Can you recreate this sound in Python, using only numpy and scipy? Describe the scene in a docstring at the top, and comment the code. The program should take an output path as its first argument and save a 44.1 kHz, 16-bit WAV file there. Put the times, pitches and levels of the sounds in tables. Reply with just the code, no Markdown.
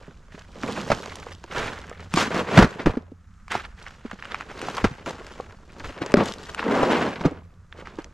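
"""A deflated paddleboard is pulled from its bag and unrolled on a gravel clearing. Its stiff vinyl
slides, flops down fold by fold on cushions of trapped air and is dragged straight. Friction sounds
as a stream of tiny impacts under the sheet and the scuffing shoes; pebbles and creases tick.
A far motor drones under the still forest air. The hardest slaps overload the microphone."""
import sys
import numpy as np
from scipy import signal
from scipy.fft import rfft, irfft, next_fast_len
from scipy.io import wavfile
from scipy.ndimage import map_coordinates

SR = 44100
rng = np.random.default_rng(int(sys.argv[2]) if len(sys.argv) > 2 else 0)


def generate_wav(sig):
    """Save sig (samples, or channels by samples) to the path in sys.argv[1] as 16-bit PCM at SR."""
    pcm = np.round(np.clip(np.atleast_2d(sig).T, -1, 1) * 32767).astype(np.int16)
    wavfile.write(sys.argv[1], SR, pcm)


N = 358533


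def amp(db):
    """Decibels to amplitude ratio."""
    return 10 ** (np.asarray(db) / 20)


def unit(x):
    """Normalisation to rms 1."""
    return x / np.sqrt(np.mean(x ** 2) + 1e-20)


def along(points, hz):
    """Interpolation of (Hz, value) points on a logarithmic frequency axis."""
    f, v = np.transpose(points)
    return np.interp(np.log(hz + 1), np.log(f), v)


def curve(points, outside=None):
    """Linear interpolation of (seconds, value) points at every sample."""
    return np.interp(np.arange(N) / SR, *np.transpose(points), left=outside, right=outside)


def wobble(rate):
    """Smooth random modulation, with rate knots a second."""
    return map_coordinates(rng.standard_normal(int(N * rate / SR) + 4), [np.arange(N) * rate / SR])


def swell(centre, length):
    """Gaussian envelope; length is its width in seconds at 1/e of the peak."""
    return np.exp(-np.minimum((2 * (np.arange(N) / SR - centre) / length) ** 2, 20))


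def stroke(start, rise, hold, release):
    """Exponential envelope: it climbs 20 dB over the rise, holds, then loses 20 dB per release time."""
    t = np.arange(N) / SR - start
    decades_down = np.maximum(1 - t / rise, 0) + np.maximum(t - rise - hold, 0) / release
    return amp(-20 * np.minimum(decades_down, 10))


def filtered(x, response):
    """Filtering by multiplication in the frequency domain."""
    n = x.shape[-1]
    m = next_fast_len(n + 4096)
    return irfft(rfft(x, m) * response(np.fft.rfftfreq(m, 1 / SR)), m)[..., :n]


def coloured(x, spectrum, size=4096):
    """Minimum-phase filtering by the given spectrum, normalised to rms 1."""
    cepstrum = irfft(np.log(amp(along(spectrum, np.fft.rfftfreq(size, 1 / SR)))))
    causal = np.r_[1, np.full(size // 2 - 1, 2), 1, np.zeros(size // 2 - 1)]
    impulse_response = irfft(np.exp(rfft(cepstrum * causal)))
    return unit(signal.fftconvolve(x, impulse_response)[:len(x)])


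def noise(n, spectrum):
    """Gaussian noise of the given spectrum, at rms 1."""
    return coloured(rng.standard_normal(n), spectrum)


def resonance(x, hz, width_hz):
    """Forced response of one damped mode."""
    return signal.lfilter(*signal.iirpeak(hz, hz / width_hz, fs=SR), x)


def double_resonance(x, hz, width_hz):
    """Two like resonators in cascade, each width_hz wide, normalised to rms 1."""
    return unit(resonance(resonance(x, hz, width_hz), hz, width_hz))


def add(track, start, sound):
    """Superposition of a sound on the track, from start in seconds."""
    part = track[max(round(start * SR), 0):][:len(sound)]
    part += sound[:len(part)]


def grains(rate, spread_db, smooth, life_s=0.0017):
    """Shot noise: brief scrapes of unequal size, rate a second, over a share of smooth friction."""
    energy = (rng.random(N) < rate / SR) / rate
    hit = energy > 0
    energy[hit] *= amp(2 * spread_db * np.minimum(rng.standard_normal(N)[hit], 2))
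    energy = signal.lfilter([1], [1, -np.exp(-1 / (life_s * SR))], energy)
    return np.sqrt(energy / energy.mean() + smooth ** 2) * rng.standard_normal(N)


# Spectrum of the forest air. Each row: frequency in Hz, relative level in dB.
AIR_SPECTRUM = [(20, -4.5), (70, -1.5), (130, -12.5), (220, -14), (450, -53.5), (1300, -25), (3000, -46.5),
                (7000, -43), (16000, -73)]

def forest_air():
    """Ambient noise: light air makes a faint, low rush that slowly wavers."""
    return amp(-50.5 + 2.0 * wobble(2)) * noise(N, AIR_SPECTRUM)


# Spectrum of the motor. Each row: frequency in Hz, relative level in dB.
MOTOR_SPECTRUM = [(40, -31.5), (70, -20), (87, 3.5), (130, -29), (172, -2.5), (230, -65)]
# Course of its drone. Each row: time in seconds, mean level in dB.
MOTOR_LEVELS = [(1, -52.5), (3.2, -49), (3.8, -65), (5, -61), (7.5, -49), (8.1, -71)]

def far_motor():
    """Fading over distance: two narrow bands an octave apart come and go with the breeze."""
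    return amp(curve(MOTOR_LEVELS) + 2.8 * wobble(0.92)) * noise(N, MOTOR_SPECTRUM)


def tree_echo(x, t60):
    """Reverberation: the trunks around the clearing scatter back a dull, decaying tail."""
    t = np.arange(SR) / SR
    tail = rng.standard_normal((2, SR)) * amp(-60 * t / t60) * (1 - np.exp(-t / .02))
    dull_tail = filtered(tail, lambda hz: amp(along([(200, -15), (1500, 0), (8000, -14)], hz)))
    return signal.fftconvolve(x[None], dull_tail / np.linalg.norm(tail[0]), axes=1)[:, :N]


def bag_chafing():
    """Cavity resonance: the bag rubs on the rolled board, whose hollow hums."""
    hollow = double_resonance(grains(500, spread_db=-1.5, smooth=.6), hz=194, width_hz=150)
    return hollow * amp(-34.5) * stroke(start=0.55, rise=0.18, hold=0.091, release=.1)


# Creaks of the vinyl. Each row: centre in seconds, level in dB, pitch in Hz, length in seconds.
CREASE_CREAKS = [(4.792, -27.5, 1050, 0.045), (5.511, -43.5, 1244, 0.031)]

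def vinyl_creaks():
    """Stick-slip friction: vinyl catches on vinyl and drives a stiff, well damped crease."""
    track = np.zeros(N)
    for centre, db, hz, length in CREASE_CREAKS:
        slips = grains(400, spread_db=8.0, smooth=0.3)
        track += amp(db) * swell(centre, length) * double_resonance(slips, hz, width_hz=hz)
    return track


# Puffs of air. Each row: centre in seconds, level in dB, length in seconds.
AIR_PUFFS = [(0.95, -37.5, 0.053), (1.623, -35.5, 0.14), (2.615, -17, 0.068), (2.886, -20.5, 0.049),
             (4.856, -23, 0.038), (5.87, -37.5, 0.08)]

def air_puffs():
    """Air displacement: the broad sheet shoves out low swells of noise as it swings and lands."""
    push = sum(amp(db) * swell(centre, length) for centre, db, length in AIR_PUFFS)
    return push * noise(N, [(20, -1.0), (65, 0.5), (120, -4.0), (250, -27.5), (1000, -85.0)])


# Knocks of the folded board in the hands. 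Each row: start in seconds, level in dB, pitch in Hz.
ROLL_KNOCKS = [(0.079, -35, 158), (0.343, -34.5, 169.6), (0.378, -35.5, 430), (0.637, -22, 272),
               (1.061, -27, 570), (1.267, -26, 490), (1.443, -33.5, 346), (1.914, -27.5, 480),
               (4.626, -26, 320), (5.211, -30, 432), (5.4, -20, 490), (6.063, -26, 378)]

def hollow_knocks(t60_cycles=12.7):
    """Free vibration: a fold bumps the roll, ringing three damped partials of slightly varied ratio."""
    track, t = np.zeros(N), np.arange(SR // 8) / SR
    for start, db, hz in ROLL_KNOCKS:
        detune = np.exp(rng.standard_normal(2) / 20)
        partials_hz = hz * np.r_[1, np.array([1.6, 2.5]) * detune]
        ring = np.array([1, -.6, .5]) @ np.sin(2 * np.pi * np.outer(partials_hz, t))
        add(track, start, amp(db - 60 * t * hz / t60_cycles) * ring)
    return track


# Slides of the sheet over the ground. Each row: start, rise, hold and release in seconds,
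# crunch level in dB, then sheet rumble and sand hiss in dB relative to the crunch.
SHEET_SLIDES = [(0.0, 0.0023, 0.025, 0.63, -56.5, 5, -7.5), (0.49, 0.2, 0.11, 0.32, -41.5, 8, -3.5),
                (0.87, 0.0091, 0.014, 0.52, -40.5, 4.5, -4), (1.485, 0.078, 0.06, 0.27, -30, -3, -11.5),
                (1.95, 0.06, 0.05, 0.036, -46.5, 0, -12.5), (2.13, 0.05, 0.036, 0.078, -23.5, -1.5, -6.5),
                (2.24, 0.12, 0.045, 0.058, -29.5, 4, -11.5), (2.43, .14, 0.06, 0.033, -23.5, 2.5, -13),
                (2.64, 0.031, 0.031, 0.23, -42.5, 5, -9.5), (2.77, 0.022, 0.016, 0.083, -37, 1.5, -17),
                (2.855, 0.0093, 0.029, 0.12, -39, 8.5, -14.5), (4.33, 0.34, 0.078, 0.33, -36, -1.5, -10),
                (5.04, 0.023, 0.044, 0.072, -38, 6, -7.5), (5.12, 0.059, 0.23, 0.25, -49, 2.5, -8.5),
                (5.6, 0.28, 0.014, 0.17, -44, 4, -8.5), (5.94, 0.085, 0.021, 0.75, -39.5, 4.5, -15),
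                (6.15, 0.038, .02, 0.096, -30, 11, -17.5), (6.54, 0.21, 0.29, 0.23, -31.5, 3, -13.5),
                (6.885, .025, .015, .08, -26, -3, -17), (7.19, 0.057, 0.022, 0.12, -44, 12.5, -13),
                (7.73, 0.056, 0.014, 0.093, -43.5, 4.5, -13), (7.9, 0.052, 0.01, 0.21, -50.5, 7, -11)]
# Turns of a shoe in the grit. Each row: start and hold in seconds, crunch level in dB,
# sand hiss in dB relative to the crunch.
SHOE_SCUFFS = [(0.306, 0.068, -49, -9), (1.04, 0.26, -52, -5.5), (3.496, 0.031, -30, -13),
               (3.762, 0.18, -47, -11.5), (4.024, 0.18, -50, -12.5), (4.227, .12, -44, -13),
               (4.3, 0.063, -40, -18), (5.824, 0.024, -41, -11), (6.223, 0.054, -46.5, 2.5),
               (6.38, 0.13, -47.5, -4.5), (6.566, 0.013, -31.5, -19), (7.84, .02, -45, -17)]

def friction_levels():
    """Incoherent addition: slides and scuffs sum in power to drive rumble, crunch and hiss, in dB."""
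    rest_db = -72.5  # grit settling between movements
    scuff_rise_s, scuff_release_s, sole_db = 0.018, 0.13, -9.5  # a sole drums less than the sheet
    scuffs = [(start, scuff_rise_s, hold, scuff_release_s, db, sole_db, sand_db)
              for start, hold, db, sand_db in SHOE_SCUFFS]
    power = np.outer(amp([rest_db, rest_db, rest_db - 10]) ** 2, np.ones(N))
    for *timing, db, sheet_db, sand_db in list(SHEET_SLIDES) + scuffs:
        power += np.outer(amp([db + sheet_db, db, db + sand_db]) ** 2, stroke(*timing) ** 2)
    return 10 * np.log10(power)


# Spectra of sheet rumble, gravel crunch and sand hiss. Each row: frequency in Hz, relative level in dB.
SHEET_SPECTRUM = [(30, -31), (100, -5), (150, 0), (220, 1.5), (300, -0.5), (460, 2), (750, -6), (1200, -8),
                  (3000, -80.5)]
CRUNCH_SPECTRUM = [(200, -35.5), (500, 1), (900, 1.5), (1500, 3), (2300, -2.5), (3400, -7), (5500, -13),
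                   (10000, -55)]
SAND_SPECTRUM = [(1000, -45.5), (3000, 5.5), (4500, 3), (7000, -2.5), (10800, -20.5), (12500, -21),
                 (15500, -55)]

def gravel_friction(hard_drag_db=-30):
    """Granular friction: stones catch and slip, drum on the sheet, crunch together and stir the sand."""
    sheet_db, crunch_db, sand_db = friction_levels()
    # A light touch jerks single stones; a hard drag moves a dense, even stream.
    force = amp(crunch_db - hard_drag_db)
    catch = wobble(60) / (1 + force)
    stones_per_s = 65 + 500 * force ** 1.2
    smooth = .46 + .22 * np.minimum(force, 1)
    # Big stones knock low, small ones click high; the sheet moves more big ones than a shoe does.
    contacts = {hz: grains(stones_per_s, spread_db=4.5, smooth=smooth) for hz in (900, 1600, 2900)}
    big, medium, small = (resonance(hits, hz, 1.54 * hz) for hz, hits in contacts.items())
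    stones = big * amp(np.minimum(sheet_db - crunch_db, 0)) + medium + small
    drumming = grains(stones_per_s, spread_db=2.5, smooth=0.48, life_s=0.0031)
    grit = grains(2 * stones_per_s, spread_db=9.5, smooth=0.95, life_s=0.00031)
    rumble = amp(sheet_db + 1.7 * catch) * coloured(drumming, SHEET_SPECTRUM)
    crunch = amp(crunch_db + 3.8 * catch) * coloured(stones, CRUNCH_SPECTRUM)
    hiss = amp(sand_db + catch + 2.0) * coloured(sum(contacts.values()) + 2 * grit, SAND_SPECTRUM)
    return rumble + crunch + hiss


# Spectrum of a tick's crack. Each row: frequency in Hz, relative level in dB.
CRACK_SPECTRUM = [(500, -29), (2500, 1.5), (7500, -2.5), (10500, -20.5), (13000, -24.5), (16000, -38.5)]
# Ticks of pebbles and creases. Each row: start in seconds, level in dB, pitch in Hz,
# relative level of the crack in dB.
SNAP_TICKS = [(0.634, -14, 1320, -22), (1.059, -23.5, 1200, -12), (1.156, -31, 945, 0.5),
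              (1.319, -31.5, 2000, -25), (1.44, -28, 920, -11), (1.896, -38, 1110, 1.5),
              (2.139, -11.5, 1150, -8.5), (2.161, -16.5, 1094, -4), (3.481, -27, 1190, -19),
              (3.519, -15.5, 1100, -9.5), (3.598, -23, 1280, -29), (3.866, -26.5, 1700, -31),
              (4.112, -30.5, 1190, -8), (4.225, -19, 1690, -32), (4.247, -29, 2610, -20),
              (4.254, -22.5, 1460, -25), (4.32, -21.5, 1800, -24), (4.345, -10.5, 1260, -34),
              (4.409, -17.5, 1390, -25), (4.616, -19.5, 1350, -12), (4.685, -14.5, 800, -28),
              (4.769, -25.5, 1200, -3.5), (5.061, -27.5, 1357, -8), (5.267, -33.5, 1500, -4.5),
              (5.844, -21.5, 1360, -19), (6.062, -26.5, 860, -1), (6.12, -22, 1310, -15),
              (6.258, -25, 1800, -3.5), (6.278, -30, 1230, -6), (6.338, -25, 1970, -7.5),
              (6.494, -25.5, 1700, -17), (6.547, -18, 1380, -14.5), (6.594, -12, 1340, -30),
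              (6.628, -14.5, 1020, -40), (7.726, -25, 1690, -41), (7.872, -23, 1260, -24),
              (8.044, -34.5, 1630, -2)]

def snapping_ticks(t60_cycles=10):
    """Impulse response: a pebble or crease lets go, with a crack and a dead ring set by its shape."""
    track, t = np.zeros(N), np.arange(SR // 16) / SR
    shapes = np.exp(rng.standard_normal(len(SNAP_TICKS)) / 10)
    crack_decay = amp(-60 * t / 0.009) + 0.2 * amp(-60 * t / 0.039)
    for (start, db, hz, crack_db), shape in zip(SNAP_TICKS, shapes):
        phase = 2 * np.pi * hz * t
        modes = np.sin(phase) - .55 * np.sin(1.9 * shape * phase) - .35 * np.sin(.6 * phase)
        ring = modes * amp(-60 * hz * t / t60_cycles)
        crack = noise(len(t), np.array(CRACK_SPECTRUM) * [shape, 1]) * crack_decay
        crumbs = noise(len(t), CRUNCH_SPECTRUM) * amp(-60 * t / 0.029)
        add(track, start, amp(db) * (0.92 * ring + amp(crack_db) * crack + 0.097 * crumbs))
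    return track


# The long drag that pulls the board straight. Each row: time in seconds, level in dB.
DRAG_LEVELS = [(6.6, -47), (6.67, -24), (6.75, -21.5), (6.87, -24.5), (6.915, -17), (6.96, -22),
               (7.06, -25), (7.16, -51)]
# Modes of the outstretched sheet. Each row: frequency in Hz, resonator width in Hz, relative level in dB.
SHEET_MODES = [(249, 117, -2), (462, 335, -1), (890, 610, -5.5)]

def long_drag():
    """Forced vibration: a dense stream of stones drums on the sheet, whose modes drift with tension."""
    force = amp(curve(DRAG_LEVELS, outside=-np.inf))
    drum = sum(amp(db) * double_resonance(grains(500, spread_db=0.5, smooth=0.7), hz, width_hz)
               for hz, width_hz, db in SHEET_MODES)
    pitch_ratio = np.exp(wobble(10) / 20)
    return force * unit(map_coordinates(drum, [np.cumsum(pitch_ratio)], mode="wrap"))


# Modes of the board's stiff nose. 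Each row: frequency in Hz, level in dB, 60 dB decay time in seconds.
NOSE_MODES = [(238, -2.5, 0.044), (402, -3, 0.053), (581, -5.5, 0.049), (1460, -4.5, 0.0074),
              (2240, -6, 0.0052), (5050, -10, 0.0032)]

def nose_drop(start=6.1405):
    """Modal superposition: the nose drops flat, giving a low thump under a short, hard crack."""
    track, t = np.zeros(N), np.arange(SR // 8) / SR
    for k, (hz, db, t60) in enumerate(NOSE_MODES):
        add(track, start, (-1) ** k * amp(db - 60 * t / t60) * np.sin(2 * np.pi * hz * t))
    return track


# Spectrum of vinyl slapping gravel. Each row: frequency in Hz, relative level in dB.
SLAP_SPECTRUM = [(30, -0.5), (120, 8), (450, 0), (1300, 1), (2500, -10.5), (6000, -21.5), (15500, -53.5)]
# Folds landing. Each row: start in seconds, thump level in dB, settled pitch in Hz, slap level in dB.
FOLD_LANDINGS = [(0.902, -7.5, 518, -17), (0.916, -4.5, 548, -11.5), (2.139, -12, 160, -32),
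                 (2.172, -17, 620, -12), (2.275, -19.5, 223, -30), (2.344, -15, 337, -21.5),
                 (2.574, -4.5, 118, -3.5), (2.588, 3, 188.6, -5), (2.624, -8.5, 159, -8.5),
                 (2.643, -11.5, 222, -14.5), (2.859, -9, 162.6, -15.5), (2.868, -3.5, 280, -24.5),
                 (2.970, -12, 231, -34.5), (3.118, -29.5, 242, -72), (3.5515, -10, 632, -20),
                 (4.050, -21.5, 220.5, -43), (4.130, -27.5, 190, -37), (4.8416, -8.5, 197, -12.5),
                 (4.847, -10, 387, -16), (4.909, -25.5, 131.5, -59), (6.017, -15, 281, -24.5),
                 (6.169, -5, 177, -17.5), (6.831, -5.5, 404, -19.5), (7.209, -24.5, 168, -25.5),
                 (7.251, -5.5, 264, -23.5), (7.256, -7.5, 160.6, -19), (7.316, -22.5, 259, -47),
                 (7.986, -21.5, 292, -32)]

def fold_flops():
    """Air spring: each fold traps a cushion that thumps, while the skin slaps the gravel."""
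    track, t = np.zeros(N), np.arange(SR // 4) / SR
    build_cycles, t60_cycles = .25, 9.8  # counted in cycles, so big low folds last longer
    escaping_air = 0.16  # one low push
    pitch_sag = 1 + 0.36 * np.exp(-t / 0.0042)  # the cushion starts tight and high
    slap_envelope = (1 - np.exp(-t / 0.00059)) * (amp(-60 * t / 0.055) + 0.092 * amp(-60 * t / 0.18))
    for start, thump_db, hz, slap_db in FOLD_LANDINGS:
        phase = 2 * np.pi * hz * np.cumsum(pitch_sag) / SR
        cushion = 1.38 * np.sin(phase) + 0.5 * np.sin(1.806 * phase) + escaping_air
        build_up = (1 - np.exp(-t * hz / build_cycles)) ** 2
        thump = cushion * build_up * amp(-60 * t * hz / t60_cycles)
        slap = noise(len(t), SLAP_SPECTRUM) * slap_envelope
        add(track, start, amp(slap_db) * slap - amp(thump_db) * thump)
    return track


# Likeness of the two channels. Each row: frequency in Hz, left-right correlation from 0 to 1.
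STEREO_CORRELATION = [(60, .98), (150, .998), (500, .975), (1400, .94), (7000, .86), (14000, .35)]

def widened(x):
    """Decorrelation: scattered sources reach the two microphone ports differently, most in the treble."""
    def quadrature(hz):
        correlation = np.clip(along(STEREO_CORRELATION, hz), 0, 1)
        return 1j * np.tan(np.arccos(correlation) / 2)
    side = filtered(x * unit(wobble(66)), quadrature)
    return np.array([x + side, x - side])


# Where the board is handled. Each row: time in seconds, left minus right level in dB.
BOARD_PAN = [(0, -2.2), (1.7, -2.2), (2.2, -.1), (2.8, -.3), (3.6, -1.8), (4.3, -1.7), (4.8, -.1),
             (5.7, -.2), (6.2, 1.1), (6.9, .2), (8.1, -2)]

def scene():
    """Superposition: the moving board, its faint echo, and the background a little to the right."""
    board = gravel_friction() + long_drag() + bag_chafing() + fold_flops() + nose_drop()
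    board = board + hollow_knocks() + air_puffs() + vinyl_creaks() + snapping_ticks()
    echo = amp(-20.0) * tree_echo(board, t60=0.48)
    pan_db = curve(BOARD_PAN)
    direct = widened(board) * amp([pan_db / 2, -pan_db / 2])
    background = widened(forest_air() + far_motor()) * amp([[-.5], [.5]])
    return direct + echo + background


# Imbalance of the microphone ports. Each row: frequency in Hz, left minus right level in dB.
PORT_IMBALANCE = [(1000, -.3), (4000, .9), (8000, 2.4), (12500, 6)]

def record(dry):
    """Saturation: after the unequal ports, peaks clip at full scale and the treble rolls off."""
    limit_hz = 15750
    at_ports = filtered(dry, lambda hz: amp(along(PORT_IMBALANCE, hz) * np.array([[.5], [-.5]])))
    clipped = np.clip(at_ports, -1, 1)
    return filtered(clipped, lambda hz: amp(along([(12800, 0), (limit_hz, -16)], hz)) * (hz < limit_hz))


dry = scene()
out = record(dry)
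generate_wav(out)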